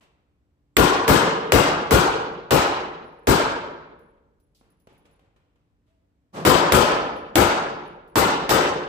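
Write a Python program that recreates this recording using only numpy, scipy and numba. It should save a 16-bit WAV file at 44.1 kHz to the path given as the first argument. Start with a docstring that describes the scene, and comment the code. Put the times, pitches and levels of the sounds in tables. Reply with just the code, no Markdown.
"""A concrete indoor range: a handgun is fired in strings from two spots, a few metres from a phone.
Each shot is a crack, a boom, hard wall echoes and a second of hall; between strings the shooter runs across.
Two soft clicks open the scene over rumbling ventilation. Spent cases bounce and tinkle,
something metal rattles, a sole squeaks, and a muffled shot comes from another bay.
The phone limits every blast and ducks its right side until the hall has faded a little."""
import sys
import numpy as np
from scipy import signal
from scipy.fft import rfft, irfft
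from scipy.io import wavfile
from numba import njit

SR = 44100
rng = np.random.default_rng(int(sys.argv[2]) if len(sys.argv) > 2 else 0)


def master(y):
    """Save y as 16-bit WAV."""
    cut = np.clip(np.atleast_2d(y).T, -1, 1)
    pcm = np.round(cut * 32767)  # scale
    wavfile.write(sys.argv[1], SR, pcm.astype(np.int16))


N = 391608
EVENT_SAMPLES = 65536  # one sound with its tail
AGE = np.arange(EVENT_SAMPLES) / SR
FREQS = np.fft.rfftfreq(EVENT_SAMPLES, 1 / SR)

# The hall's answer to a shot. Each row: frequency in Hz, level in dB per Hz, t60 in seconds.
HALL_BANDS = [(29.8, -60.5, 2.7), (83, -56.5, 1.1), (198, -53.5, 1.5), (300, -42.5, 0.96),
              (460, -44, 1.346), (644, -43, 1.023), (960, -39, 1.016), (1380, -41.5, 0.97),
              (2040, -51, 0.93), (2780, -50.5, 0.86), (5070, -54.5, 0.67), (7430, -58, 0.52),
              (11100, -62, 0.37), (14730, -55, 0.23)]


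def undb(db):
    """Decibels to gain."""
    return 10 ** (np.asarray(db) / 20)


def along(points, freqs):
    """Read (Hz, value) points on a log-frequency axis."""
    hz, value = np.transpose(points)[:2]
    return np.interp(np.log(freqs + 1), np.log(hz), value)


def add(out, start_s, sound):
    """Mix a stereo sound in at start_s."""
    start = max(int(start_s * SR), 0)
    out[:, start:start + sound.shape[1]] += sound[:, :N - start]


def wander(turns, size=EVENT_SAMPLES):
    """Random curve that drifts around zero with a spread near 1."""
    corners = 1.2 * rng.standard_normal(turns + 1)
    return np.interp(np.linspace(0, turns, size), np.arange(turns + 1), corners)


def diffuse_noise(size=EVENT_SAMPLES):
    """Spectrum of white noise at both microphones; long waves reach both much alike."""
    # Each row: frequency in Hz, likeness of the two sides from 0 to 1.
    likeness = [(60, 0.7), (250, 1), (1000, 0.4), (1900, 0)]
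    left, other = rfft(rng.standard_normal((2, size))) * np.sqrt(SR / 2)
    alike = along(likeness, np.fft.rfftfreq(size, 1 / SR))
    return np.array([left, alike * left + np.sqrt(1 - alike ** 2) * other])


def coloured(spectrum, colour):
    """Sound of a spectrum shaped by an EQ curve of (Hz, dB) points."""
    return irfft(spectrum * undb(along(colour, FREQS)))


def reverberate(spectrum, colour, build_s, clump_db=1.33, ripple_db=1.6):
    """Hall tail: reflections thicken over build_s and arrive in clumps; each band dies at its own rate."""
    # The hall's resonances. Each row: centre in Hz, width in Hz, boost in dB.
    resonances = [(82, 10, 3.5), (158.8, 40, 7.5), (291, 18, 5), (358, 12, 7), (454.3, 39, 4.5),
                  (563, 10, 6), (772, 31, 3), (1024, 13, 3)]
    ringing_db = sum(db / (1 + (2 * (FREQS - centre) / width) ** 2) for centre, width, db in resonances)
    comb_db = ripple_db * wander(turns=260, size=len(FREQS))  # surfaces near the source comb its sound
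    spectrum = spectrum * undb(along(colour, FREQS) + ringing_db + comb_db)
    band_hz, _, band_t60 = np.transpose(HALL_BANDS)
    tail = 0
    for solo, t60 in zip(np.eye(len(band_hz)), band_t60):
        band = irfft(spectrum * along(np.c_[band_hz, solo], FREQS))
        fade_db = clump_db * wander(turns=90) - 60 * AGE / t60
        tail = tail + band * undb(fade_db)
    return tail * (1 - np.exp(-AGE / build_s))


def ventilation(fan_hz=291, fan_db=-80):
    """A bed of low air rumble with one faint fan tone."""
    # Moving air. Each row: frequency in Hz, level in dB per Hz.
    air_colour = [(25, -106), (50, -84.5), (90, -89.5), (150, -95.5), (300, -101), (600, -110),
                  (1500, -118), (5000, -129), (15000, -138)]
    air_eq = undb(along(air_colour, np.fft.rfftfreq(N, 1 / SR)))
    air = irfft(diffuse_noise(N) * air_eq, N)
    fan = undb(fan_db) * np.sqrt(2) * np.sin(2 * np.pi * fan_hz * np.arange(N) / SR)
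    return air + fan


def clicks_and_steps(hall_db=-9, knock_s=0.0043, attack_share=0.14, plain_slap_s=0.0091):
    """Two short soft clicks at the very start, later the shooter's steps on concrete; the hall answers."""
    # Two clicks, then the steps. Each row: start in seconds, level in dB, decay in seconds.
    hits = [(.008, -9.5, 0.021), (.024, -11, 0.027), (4.612, -9.5, 0.0033), (4.872, -1, 0.0044),
            (5.053, -8, 0.013), (5.194, -11.5, 0.0061), (5.362, -14.5, 0.011), (5.558, -21.5, 0.0099),
            (5.86, -29.5, 0.091)]
    # A hit's slap and low knock (in a step, sole and heel). Each row: frequency in Hz, level in dB per Hz.
    slap_colour = [(40, -74.5), (180, -77), (450, -78.5), (1000, -79), (1900, -86), (2800, -85),
                   (5000, -96), (9000, -100), (15000, -110)]
    knock_colour = [(60, -82), (200, -69), (700, -74), (1500, -91), (4000, -110)]
    out = np.zeros((2, N))
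    octaves = np.minimum(np.log2((FREQS + 100) / 1000), 2)
    for start_s, db, decay_s in hits:
        db_per_octave = 0.8 * np.log2(decay_s / plain_slap_s)  # longer hits sound brighter
        tilt = undb(db + db_per_octave * octaves)
        envelope = np.exp(-AGE / decay_s) * (1 - np.exp(-AGE / (attack_share * decay_s)))
        slap = coloured(diffuse_noise() * tilt, slap_colour) * envelope
        knock_gain = undb(db) * np.sqrt(knock_s / decay_s)  # shorter hits knock harder
        knock = knock_gain * coloured(diffuse_noise(), knock_colour) * np.exp(-AGE / knock_s)
        hall = reverberate(diffuse_noise() * tilt, slap_colour, build_s=0.017)
        add(out, start_s, knock + slap + undb(hall_db) * hall)
    return out


def wall_echoes(strongest_s, db, push_s, gap_s=.0078, dull_hz=900, spread_s=.00057, uneven=.12, count=10):
    """The blast flutters between the walls: dulled, longer on each return, each from a new direction."""
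    echoes = 0
    for turn, (bearing, jitter) in enumerate(rng.uniform(-1, 1, (count, 2)), -2):
        delay_s = max(strongest_s + gap_s * turn * (1 + uneven * jitter), 1 / SR)
        lateness = delay_s / strongest_s
        stretched_s = push_s * np.sqrt(lateness)
        wave = (1 - AGE / stretched_s) * np.exp(-AGE / stretched_s)  # a sharp push, then longer suction
        gain = undb(db - 9 * abs(np.log2(lateness)))  # 9 dB down at half or twice the strongest's delay
        arrivals_s = delay_s + spread_s * bearing * np.array([[1], [-1]])
        echoes = echoes + gain * rfft(wave) * np.exp(-2j * np.pi * FREQS * arrivals_s)
    return -irfft(echoes / (1 + 1j * FREQS / dull_hz))


def gunshots(crack_s=0.0043, crack_trim_db=-2, boom_rise_s=0.0075, kept=0.62, crossing_s=5):
    """Crack, boom and hall. Shots from one spot share reflections; the rest change as the shooter sways."""
    # Each row: start in seconds, level in dB, crack offset in dB, boom offset in dB.
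    shots = [(.768, 1.5, 6.5, 0), (1.079, 2, -7, -0.5), (1.521, 1, 2, 0.5), (1.909, 0.5, -7, 0),
             (2.508, -1.5, -3.5, -1), (3.271, -1, -8, 0), (6.451, 3, -9.5, -2), (6.722, 2, -1, -2),
             (7.356, 0, 0, -1), (8.157, -1, -4.5, -5.5), (8.493, -1, -6.5, -7.5)]
    # The firing spots before and after the shooter crosses. Each row: boom length in seconds,
    # then the strongest wall echo's delay in seconds, level in dB and push length in seconds.
    firing_spots = [(.078, .034, 3.5, .0008), (0.094, .0222, 5.5, 0.00064)]
    # The bright crack and the low boom. Each row: frequency in Hz, level in dB per Hz.
    crack_colour = [(100, -47.5), (450, -36), (1200, -38), (2500, -42), (5000, -51), (9000, -54.5),
                    (15000, -55.5)]
    boom_colour = [(28, -78.5), (50, -37.5), (90, -39.5), (170, -44.5), (320, -34.5), (500, -33.5),
                   (900, -55), (3000, -77)]
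    out = np.zeros((2, N))
    acoustics = [(diffuse_noise(), diffuse_noise(), wall_echoes(*echo), boom_s)
                 for boom_s, *echo in firing_spots]
    fresh = np.sqrt(1 - kept ** 2)
    for start_s, db, crack_db, boom_db in shots:
        far_walls, near_walls, echoes, boom_s = acoustics[int(start_s > crossing_s)]
        crack = coloured(diffuse_noise(), crack_colour) * np.exp(-AGE / crack_s)
        # the boom comes late and rolls between the near walls for about a tenth of a second
        roll = (1 - np.exp(-AGE / boom_rise_s)) ** 2 * np.exp(-(AGE / boom_s) ** 2.7)
        boom = coloured(kept * near_walls + fresh * diffuse_noise(), boom_colour) * roll + echoes
        hall = reverberate(kept * far_walls + fresh * diffuse_noise(), HALL_BANDS, build_s=0.017)
        shot = undb(crack_trim_db + crack_db) * crack + undb(boom_db) * boom + hall
        add(out, start_s, undb(db) * shot)
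    return out


def spent_cases(detune=.003, tumble_db=5, tick_s=.018, landings=4, hop_ratio=.74, bounce_loss_db=1.5):
    """Brass bounces in shrinking hops; each landing ticks on concrete and rings unevenly as it tumbles."""
    # Each row: first landing in seconds, level in dB, first hop in seconds, ring pitch in Hz.
    drops = [(3.04, -80, .085, 10900), (3.991, -77.5, .409, 10600), (4.558, -75.5, .242, 10600),
             (7.164, -69.5, .399, 10740)]
    # The ring of a case. Each row: multiple of its pitch, level in dB, t60 in seconds.
    brass_modes = [(1, 1, .38), (1.004, -4.5, .38), (1.351, -8.5, .12)]
    # The landing tick. Each row: frequency in Hz, level in dB per Hz.
    tick_colour = [(1000, -54.5), (5000, -37.5), (11000, -45), (15000, -31.5)]
    out = np.zeros((2, N))
    for landing_s, db, hop_s, pitch_hz in drops:
        for bounce, pitch_jitter in enumerate(rng.standard_normal(landings)):
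            ring_hz = pitch_hz * (1 + detune * pitch_jitter)
            tinkle = coloured(diffuse_noise(), tick_colour) * np.exp(-AGE / tick_s)
            for multiple, mode_db, t60 in brass_modes:
                envelope = undb(mode_db + tumble_db * wander(turns=150) - 60 * AGE / t60)
                tinkle += envelope * np.sin(2 * np.pi * ring_hz * multiple * AGE)
            add(out, landing_s, undb(db - bounce_loss_db * bounce) * tinkle)
            landing_s += hop_s * hop_ratio ** bounce
    return out


def metal_rattle(start_s=4.548, decay_s=0.065, hall_db=-7):
    """Something small and metal rattles once as the shooter runs by."""
    # A thin clink. Each row: frequency in Hz, level in dB per Hz.
    clink_colour = [(1500, -122), (3000, -106), (4500, -101), (6000, -107), (15000, -116)]
    clink = coloured(diffuse_noise(), clink_colour) * np.exp(-AGE / decay_s)
    hall = reverberate(diffuse_noise(), clink_colour, build_s=.015)
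    out = np.zeros((2, N))
    add(out, start_s, clink + undb(hall_db) * hall)
    return out


def sole_squeak(start_s=5.85, length_s=.17, peak_hz=662, db=-71, bend=.12, hall_db=1, hall_t60_s=1.0):
    """The shooter settles into his stance: a rubber sole's soft tone rises and falls with the pressure."""
    pressure = np.sin(np.pi * np.minimum(AGE / length_s, 1))
    pitch_hz = peak_hz * (1 - bend * (1 - pressure))
    tone = undb(db) * pressure ** 2 * np.sin(2 * np.pi * np.cumsum(pitch_hz) / SR)
    reflections = rng.standard_normal((2, EVENT_SAMPLES)) * undb(-60 * AGE / hall_t60_s)
    hall = irfft(rfft(tone) * rfft(reflections)) / np.linalg.norm(reflections[0])
    out = np.zeros((2, N))
    add(out, start_s, tone + undb(hall_db) * hall)
    return out


def next_bay_shot(start_s=6.322, swell_s=0.031):
    """A shot behind a wall arrives only as reverberation, which swells in."""
    # The muffled blast. 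Each row: frequency in Hz, level in dB per Hz.
    muffled_colour = [(30, -73.5), (150, -59.5), (400, -58.5), (1100, -61), (2200, -73.5), (6000, -80),
                      (15000, -90)]
    swell = 1 - np.exp(-np.square(AGE / swell_s))
    out = np.zeros((2, N))
    add(out, start_s, swell * reverberate(diffuse_noise(), muffled_colour, build_s=0.028))
    return out


@njit
def follow(level, attack_s, release_s):
    """Envelope that rises and falls at different speeds."""
    attack, release = 1 / (1 + attack_s * SR), 1 / (1 + release_s * SR)
    out, envelope = np.empty(len(level)), 0.
    for i in range(len(level)):
        envelope += (level[i] - envelope) * (attack if level[i] > envelope else release)
        out[i] = envelope
    return out


def duck(x, threshold_db, knee_db, depth_db, attack_s, release_s):
    """Gain that drops by up to depth_db as the sound passes the threshold."""
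    level_db = 20 * np.log10(follow(np.abs(x), attack_s, release_s) + 1e-9)
    over = (level_db - threshold_db) / knee_db
    return undb(-depth_db * (1 + np.tanh(over)) / 2)


def limiter(x, ceiling_db, attack_s, release_s):
    """One gain for both channels, turned down while the peaks exceed the ceiling."""
    envelope = follow(np.abs(x).max(axis=0), attack_s, release_s)
    return x / np.maximum(envelope / undb(ceiling_db), 1)


def scene():
    """Everything that sounds in the range."""
    return (gunshots() + next_bay_shot() + clicks_and_steps() + sole_squeak() + metal_rattle()
            + spent_cases() + ventilation())


def record(dry, low_cut_hz=42, high_cut_hz=15400, right_lead_s=.00026, mirror_hz=7400, mirror_lead_s=.000315):
    """The phone ducks its right side under each blast, then limits and soft-clips both sides."""
    # The bass escapes the ducking. Each row: frequency in Hz, share that ducks from 0 to 1.
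    ducked_share = [(140, 0), (300, .85), (600, 1)]
    freqs = np.fft.rfftfreq(N, 1 / SR)
    dry = signal.sosfilt(signal.butter(3, low_cut_hz, "high", fs=SR, output="sos"), dry)
    left, right = rfft(dry)
    gain = duck(dry[1], threshold_db=-14.5, knee_db=3.0, depth_db=10.5, attack_s=0.0059, release_s=0.01)
    right = right - rfft((1 - gain) * dry[1]) * along(ducked_share, freqs)
    right = right * np.exp(2j * np.pi * freqs * right_lead_s)
    # above mirror_hz the right side is the left, inverted and slightly early
    mirrored = -left * np.exp(2j * np.pi * freqs * mirror_lead_s)
    crossfade = np.clip((freqs - mirror_hz) / 400 + .5, 0, 1)
    right = (1 - crossfade) * right + crossfade * mirrored
    limited = limiter(irfft(np.array([left, right]), N), ceiling_db=-3.0, attack_s=0.0004, release_s=0.025)
    high_cut = signal.ellip(10, .2, 70, high_cut_hz, fs=SR, output="sos")
    return signal.sosfilt(high_cut, np.tanh(limited))


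dry = scene()
out = record(dry)
master(out)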